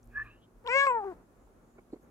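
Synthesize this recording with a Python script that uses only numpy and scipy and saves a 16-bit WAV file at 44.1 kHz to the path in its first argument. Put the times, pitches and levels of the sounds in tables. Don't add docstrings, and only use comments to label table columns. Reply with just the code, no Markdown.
import sys
import numpy as np
from scipy import signal
from scipy.fft import rfft, irfft, next_fast_len
from scipy.io import wavfile
from scipy.ndimage import uniform_filter1d, map_coordinates

SR = 44100
rng = np.random.default_rng(int(sys.argv[2]) if len(sys.argv) > 2 else 0)


def decibels_to_gain(level_db):
    exponent = np.asarray(level_db, float) / 20
    return 10 ** exponent


def wav_out(sig):
    wavfile.write(sys.argv[1], SR, np.round(np.clip(np.atleast_2d(sig).T, -1, 1) * 32767).astype(np.int16))


N = 92830

# t/s, pitch f/Hz, level/dB
MEOW = [
    [(.643, 513, -56), (.66, 468.3, -42), (.674, 517, -36.5), (.688, 451.7, -32), (.706, 488.3, -31.5),
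     (.76, 547, -26.5), (.8, 555.3, -26), (.852, 560.9, -27), (.8645, 538.2, -31)],
    [(.8685, 547.7, -22), (.888, 528.3, -24), (.91, 493, -25), (.936, 480.3, -30), (.966, 458.8, -28),
     (.985, 442.8, -31), (1.018, 401.7, -38), (1.042, 386.8, -37.5)],
    [(1.047, 413.5, -39), (1.058, 404.3, -36), (1.088, 374.8, -36.5), (1.112, 366.6, -41.5),
     (1.119, 346.5, -45.5), (1.125, 322.4, -41), (1.136, 315, -64), (1.142, 310, -84)],
]
# t/s, first resonance f/Hz, second resonance f/Hz, second resonance level/dB, brightness level/dB
MOUTH = [
    [(.645, 565, 1280, -30, -49), (.668, 820, 1885, -33.5, -54), (.685, 965, 2280, -13, -32),
     (.715, 1194, 2344, -2, -25), (.76, 1170, 2265, 7.5, -16), (.79, 1165, 2180, 8.5, -15.5),
     (.83, 1240, 1792, 6.5, -20), (.852, 1110, 1920, -4, -27), (.864, 1050, 2106, -10.5, -28.5)],
    [(.869, 1110, 2052, -9.5, -39), (.9, 1000, 2610, -19.5, -55.5), (.932, 935, 2475, -35.5, -64),
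     (.968, 920, 1750, -18.5, -65.5), (1.02, 800, 1277, -17, -68), (1.06, 444, 1370, -24.5, -54),
     (1.108, 439, 1347, -13, -57), (1.125, 410, 1000, -18, -64)],
]
# f/Hz, level/dB
UPPER_VOICE = [(1500, 20.5), (3300, -5), (4500, -4), (6200, -8.5), (7800, -4), (8700, -46)]
JITTER, SHIMMER_DB, BREATH_DB = .0015, .4, -37
FIRM_VOICE_DB, ROUGH_DB_PER_WEAK_DB = -21, 0.77
MOUTH1_WIDTH_HZ, MOUTH2_WIDTH_HZ = 240, 840
CHEST_DB, CHEST_HZ, CHEST_WIDTH_HZ = -9.5, 450, 770
VOICE_CLOSES_AT = 0.96
# t/s, level/dB
RASP = [(.655, -85), (.676, -61), (.69, -68), (.71, -65), (.84, -56.5), (.87, -57), (.89, -72),
        (.97, -82.5)]
# f/Hz, level/dB
RASP_COLOUR = [(2500, -3), (5500, -5.5), (6600, -16), (7700, -2), (8300, -6.5), (8700, -42.5), (15000, -42)]
# t/s, length/s, level/dB, f/Hz, width/Hz
WHEEZE = [
    (.692, .03, -57.5, 5550, 500),
    (.68, .014, -69, 7500, 900),
    (.745, 0.039, -63.5, 7400, 600),
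    (.853, 0.017, -62, 5500, 1500),
    (.888, 0.055, -55, 7770, 500),
    (.93, 0.079, -74, 7770, 500),
    (1.126, 0.032, -54.5, 853, 500),
    (1.136, 0.0057, -49.5, 397.6, 300),
]
# t/s, length/s, level/dB, f/Hz, width/Hz
TEETH = [
    (.7, .06, -76, 9300, 700),
    (.815, .05, -76, 9500, 200),
    (.875, .07, -71, 9200, 900),
    (.73, .12, -77, 11200, 500),
    (.87, .08, -74, 11200, 600),
    (.8, .2, -77, 15000, 400),
    (.875, .05, -73, 15000, 700),
]
# t/s, peak level/dB, f/Hz, ring/cycles
CLICKS = [(.6645, -31.5, 2900, 18), (.6625, -55, 5200, 37), (.6665, -41, 2960, 17),
          (.675, -19.5, 3400, 11.3), (.6785, -45.5, 3190, 8), (.6845, -40, 4020, 11),
          (.8565, -44, 3300, 14), (.8679, -14.5, 1215, 10), (.8681, -25.5, 2560, 30),
          (.8683, -32.5, 4800, 11), (1.0437, -49, 2400, 16), (1.044, -62, 6500, 9.8),
          (1.0445, -33.5, 900, 24), (1.124, -52, 904, 9.7)]
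# t/s, peak level/dB, f/Hz, ring/cycles
TICKS = [
    (.0285, -56, 7400, 20),
    (.0315, -52, 6100, 25),
    (.0405, -53, 10300, 20),
    (.0455, -47, 9500, 8),
    (.0575, -51, 12300, 16),
    (.0745, -50, 7500, 9),
    (.0747, -49, 11800, 12),
]
# t/s, pitch f/Hz, level/dB
CHIRP = [(0.136, 1606, -57), (0.151, 1673, -50), (0.162, 1675, -32.5), (0.168, 1720, -35),
         (0.179, 1723, -32), (.194, 1735, -39), (0.212, 1728, -34.5), (.227, 1773, -39.5),
         (0.239, 1790, -75)]
# t/s, low resonance level/dB, whistle resonance level/dB,
# high resonance f/Hz, high resonance level/dB
AIR = [(.10, -105.5, -82.5, 2450, -83), (.15, -61, -58.5, 2430, -67), (.197, -48, -41.5, 2450, -62),
       (.235, -65.5, -55.5, 2580, -65.5), (.265, -58, -59.5, 2468, -59.5), (.295, -65, -65.5, 2590, -62.5),
       (.35, -90, -72, 2687, -68.5), (.40, -78, -85, 2960, -81), (.44, -105, -112, 3100, -81)]
AIR_END_S, AIR_LOW_HZ, AIR_MID_HZ = 0.452, 1155, 1692
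AIR_WIDTH_HZ = [150, 180, 300]
# t/s, length/s, level/dB, f/Hz, width/Hz
SIGHS = [
    (0.436, 0.044, -73, 3280, 720),
    (.29, 0.15, -83.5, 3850, 460),
]
# f/Hz, left over right level/dB
CAT_SIDE = [(200, 6), (600, 3.5), (1290, 4), (2380, 10), (4400, 5.5), (8100, -1.5)]
# f/Hz, left lead t/s
CAT_LEAD = [(500, 0.00026), (1100, 0.00017), (2300, 0.00014), (8000, 0.00016)]
CHIRP_LEAD_S, CHIRP_PAN_DB = -0.00007, -0.5
# t/s, peak level/dB, f/Hz, length/s, scuff level/dB
BUMPS = [
    (1.473, -62.5, 900, 0.0031, 2),
    (1.782, -51, 342, 0.019, -1.5),
    (1.901, -54.5, 240, 0.007, -5),
    (1.9268, -42.5, 425, 0.0072, -19.5),
    (1.9307, -31, 295, 0.011, -17),
    (1.939, -41, 411, 0.01, -11),
    (1.958, -45.5, 265, 0.0045, -12),
    (1.963, -52, 280, 0.01, -5),
    (1.996, -54.5, 272, 0.0068, -20),
]
# f/Hz, width/Hz, level/dB
SHELL = [(546, 340, 4), (1000, 270, -14), (2218, 86, -11.5)]
# t/s, length/s, level/dB, f/Hz, width/Hz
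FUR = [
    (1.43, 0.14, -87, 7030, 910),
    (1.7, .2, -85.5, 6940, 900),
    (1.79, 0.014, -64.5, 2233, 250),
    (1.787, .012, -65.5, 1400, 202),
    (1.934, 0.03, -73.5, 4230, 503),
    (1.934, 0.024, -81, 7500, 500),
    (2.033, .046, -84.5, 6600, 900),
    (2.033, .04, -78.5, 11370, 900),
]
WALLS_T60_S, WALLS_DB = .22, -25
# f/Hz, level/dB per Hz
ROOM = [(44, -31), (75, -8), (367, -5.5), (486, -10), (572, -12), (1330, -18.5), (2600, -35), (3380, -69.5),
        (5720, -120)]
# t/s, level/dB
ROOM_SWELL = [(0, -1.5), (.6, -2), (1.2, 0.5), (2.1, -1.5)]
# f/Hz, correlation
ALIKE = [(60, 0.63), (300, .85), (1650, 0), (5000, 0.029)]
# f/Hz, level/dB, width/Hz
HUM = [(238.7, -70.5, 3)]
# t/s, level/dB
MOTOR = [(.3, -64.5), (.7, -72), (2.1, -83.5)]
MOTOR_HZ, ROOM_DB, HISS_DB = 111, -63, -81
# f/Hz, level/dB per Hz
HISS = [(1290, -37.5), (2200, 3.5), (5230, -1), (6640, 3.5), (8620, 0), (11400, 2.5), (12300, -3),
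        (15500, -3.5)]
# t/s, level/dB
DUCK = [(.66, -2), (.7, -13.5), (.86, -13.5), (.92, -0.5), (1.12, 4), (1.16, -0.5)]
# t/s, level/dB
HAND = [(0, -67), (.07, -57), (.24, -53), (.29, -64), (.52, -72), (.55, -61), (.66, -55.5), (.75, -68.5),
        (1.0, -63), (1.18, -58.5), (1.27, -74.5), (1.32, -64.5), (1.5, -62), (1.65, -70.5), (2.1, -69)]
# f/Hz, level/dB per Hz
TREMOR = [(15, -14.5), (43, 17.5), (62, 13), (100, -39)]


def meow():
    rows = sum(MEOW, [])
    overtone = np.arange(1, 31)[:, None]
    use = gate(rows[0][0], rows[-1][0], .001) > 0
    first, second, second_db, bright_db = [c[use] for c in curves(sum(MOUTH, []))]
    pitch, level_db = [c[use] for c in curves(rows)]
    weak_db = ROUGH_DB_PER_WEAK_DB * np.maximum(FIRM_VOICE_DB - level_db, 0)
    pitch = pitch * (1 + JITTER * decibels_to_gain(weak_db) * wobble(150)[use])
    f = overtone * pitch
    phase = 2 * np.pi * np.cumsum(pitch) / SR

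    one, two = peak(f, first, MOUTH1_WIDTH_HZ), peak(f, second, MOUTH2_WIDTH_HZ)
    low = decibels_to_gain(2 * CHEST_DB) * abs(peak(f, CHEST_HZ, CHEST_WIDTH_HZ)) ** 4
    low = low + abs(one) ** 4 + decibels_to_gain(2 * second_db) * abs(two) ** 4
    low = low / (1 + (f / (VOICE_CLOSES_AT * second)) ** 10)
    flicker_db = 4.5 * np.array([wobble(25)[use] for _ in overtone])
    high = decibels_to_gain(bright_db + along(UPPER_VOICE, f) - weak_db + flicker_db) * (f < 8800)
    mouth_phase = np.angle(two) + np.angle(-1j * one) / 2
    waves = np.sqrt(low + high ** 2) * -np.sin(overtone * phase + mouth_phase)
    tone = np.sum(waves, 0) / np.sqrt(low.sum(0) / 2)

    breath = filtered(rng.standard_normal(N), lambda hz: peak(hz, 1000, 2000) ** 3 / (1 + (hz / 2000) ** 4))
    breath = decibels_to_gain(BREATH_DB + weak_db) * (1 + np.cos(phase)) * unit(breath)[use]
    voice = np.zeros(N)
    voice[use] = decibels_to_gain(level_db + SHIMMER_DB * wobble(91.1)[use]) * (tone + breath)

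    rasp_air = filtered(rng.standard_normal((2, N)), lambda hz: decibels_to_gain(along(RASP_COLOUR, hz)) * (hz > 2500))
    rasp = np.zeros(N)
    rasp[use] = decibels_to_gain(curves(RASP)[0][use] + 0.63 * wobble(110)[use]) * (1 + .6 * np.cos(phase))
    return voice, rasp * unit(rasp_air)


def clicks(rows):
    out, t = np.zeros(N), np.arange(SR // 50) / SR
    for s, db, hz, cycles in rows:
        crack = .25 * decibels_to_gain(-60 * t / .002) * uniform_filter1d(rng.standard_normal(len(t)), size=8)
        decay = decibels_to_gain(-60 * t * hz / max(cycles, 2))
        ring = decay * (1 - np.exp(-t * hz)) * np.sin(2 * np.pi * hz * t)
        out[round(s * SR):][:len(t)] += decibels_to_gain(db) * (ring + crack)
    return out


def puffs(rows):
    out, t = np.zeros(N), np.arange(N) / SR
    for s, length, db, hz, width in rows:
        out += decibels_to_gain(db) * np.exp(-4 * ((t - s) / length) ** 2) * band(hz * t, width)
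    return out


def chirp():
    pitch, level_db = curves(CHIRP)
    phase = 2 * np.pi * np.cumsum(pitch * (1 + 0.0028 * wobble(216))) / SR
    tone = np.sqrt(2) * decibels_to_gain(level_db + 0.53 * wobble(161.6)) * np.sin(phase)
    tone = gate(CHIRP[0][0], CHIRP[-1][0], 0.004) * tone
    low_db, mid_db, high_hz, high_db = curves(AIR)
    t = np.arange(N) / SR
    turns = [AIR_LOW_HZ * t, AIR_MID_HZ * t, np.cumsum(high_hz) / SR]
    levels = [low_db, mid_db, high_db]
    air = sum(decibels_to_gain(db) * band(u, width) for db, u, width in zip(levels, turns, AIR_WIDTH_HZ))
    return tone + gate(AIR[0][0], AIR_END_S, 0.016) * air + puffs(SIGHS)


def bumps():
    def shell(f):
        return sum((-1) ** k * decibels_to_gain(db) * peak(f, c, w) ** 2 for k, (c, w, db) in enumerate(SHELL))

    out, t = np.zeros(N), np.arange(N) / SR
    scuff = unit(filtered(rng.standard_normal(N), shell))
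    for s, db, hz, length, scuff_db in BUMPS:
        u = np.maximum(t - s, 0) / length
        swell = (3 * u) ** 2 * np.exp(2 - 6 * u)
        thump = np.sin(2 * np.pi * hz * (t - s) * (1 + 0.056 * u))
        out += decibels_to_gain(db) * swell * (thump + decibels_to_gain(scuff_db) * scuff)
    return out + puffs(FUR)


def walls(x):
    t = np.arange(SR // 3) / SR
    tail = rng.standard_normal((2, len(t))) * decibels_to_gain(-60 * t / WALLS_T60_S)
    late = np.pad(x, (300, 0))[None]
    wet = signal.fftconvolve(late, tail / np.linalg.norm(tail[0]), axes=1)[:, :N]
    return filtered(wet, lambda hz: 1 / (1 + hz / 3000))


def house():
    t = np.arange(N) / SR
    hum = sum(decibels_to_gain(db) * band(hz * t, width) for hz, db, width in HUM)
    motor = decibels_to_gain(curves(MOTOR)[0]) * band(MOTOR_HZ * t, 8)
    hand = decibels_to_gain(curves(HAND)[0] + 0.94 * wobble(29)) * rush(TREMOR, [(40, 0.88)])
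    room_db = ROOM_DB + curves(ROOM_SWELL)[0] + .6 * wobble(4) + 1.5 * wobble(30)
    room = decibels_to_gain(room_db) * rush(ROOM, ALIKE)
    hiss = decibels_to_gain(HISS_DB + curves(DUCK)[0]) * rush(HISS, ALIKE)
    return hum + motor + hand + room + hiss


def unit(x):
    return x / np.sqrt(np.mean(x ** 2) + 1e-20)


def along(points, hz):
    f, v = np.transpose(points)
    return np.interp(np.log(hz + 1), np.log(f + 1), v)


def curves(rows):
    s, *cols = np.transpose(rows)
    return [np.interp(np.arange(N) / SR, s, c) for c in cols]


def gate(start_s, end_s, edge_s):
    t = np.arange(N) / SR
    return np.clip(np.minimum(t - start_s, end_s - t) / edge_s + 1, 0, 1)


def wobble(rate):
    knots = rng.standard_normal(int(N * rate / SR) + 4)
    return map_coordinates(knots, [np.arange(N) * rate / SR])


def filtered(x, response):
    m = next_fast_len(N + SR // 2)
    return irfft(rfft(x, m) * response(np.fft.rfftfreq(m, 1 / SR)), m)[..., :N]


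def peak(f, centre, width):
    return 1j * f * width / (centre ** 2 - f * f + 1j * f * width)


def band(turns, width_hz):
    z = filtered(rng.standard_normal((2, N)), lambda hz: 1 / (1 + (2 * hz / width_hz) ** 2))
    envelope = (z[0] + 1j * z[1]) / np.sqrt(np.mean(z ** 2))
    return np.real(envelope * np.exp(2j * np.pi * turns))


def rush(spectrum, alike):
    def response(hz):
        turn = np.arccos(np.clip(along(alike, hz), -1, 1)) / 2
        return decibels_to_gain(along(spectrum, hz)) * [np.cos(turn), np.sin(turn)]

    mid, side = filtered(rng.standard_normal((2, N)), response)
    return np.array([mid + side, mid - side]) / np.sqrt(np.mean(mid ** 2) + 1e-30)


def placed(x, lead, balance):
    sign = np.array([[1], [-1]])

    def response(hz):
        gain = decibels_to_gain(sign * along(balance, hz) / 2)
        return gain * np.exp(1j * np.pi * hz * along(lead, hz) * sign)

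    return filtered(x[None], response)


def scene():
    voice, rasp = meow()
    thin = chirp()
    near = voice + clicks(CLICKS) + puffs(WHEEZE)
    teeth = np.array([decibels_to_gain(3.0) * puffs(TEETH), decibels_to_gain(1.5) * puffs(TEETH)])
    cat = placed(near, CAT_LEAD, CAT_SIDE) + rasp + teeth + clicks(TICKS)
    whistle = placed(thin, [(1, CHIRP_LEAD_S)], [(1, CHIRP_PAN_DB)])
    knocks = placed(bumps(), [(1, -.00015)], [(1, -1.8)])
    return cat + whistle + knocks + decibels_to_gain(WALLS_DB) * walls(near + thin) + house()


def low_pass(x):
    return signal.sosfilt(signal.butter(12, 15680, fs=SR, output="sos"), x)


def record(dry):
    return low_pass(dry)


dry = scene()
out = record(dry)
wav_out(out)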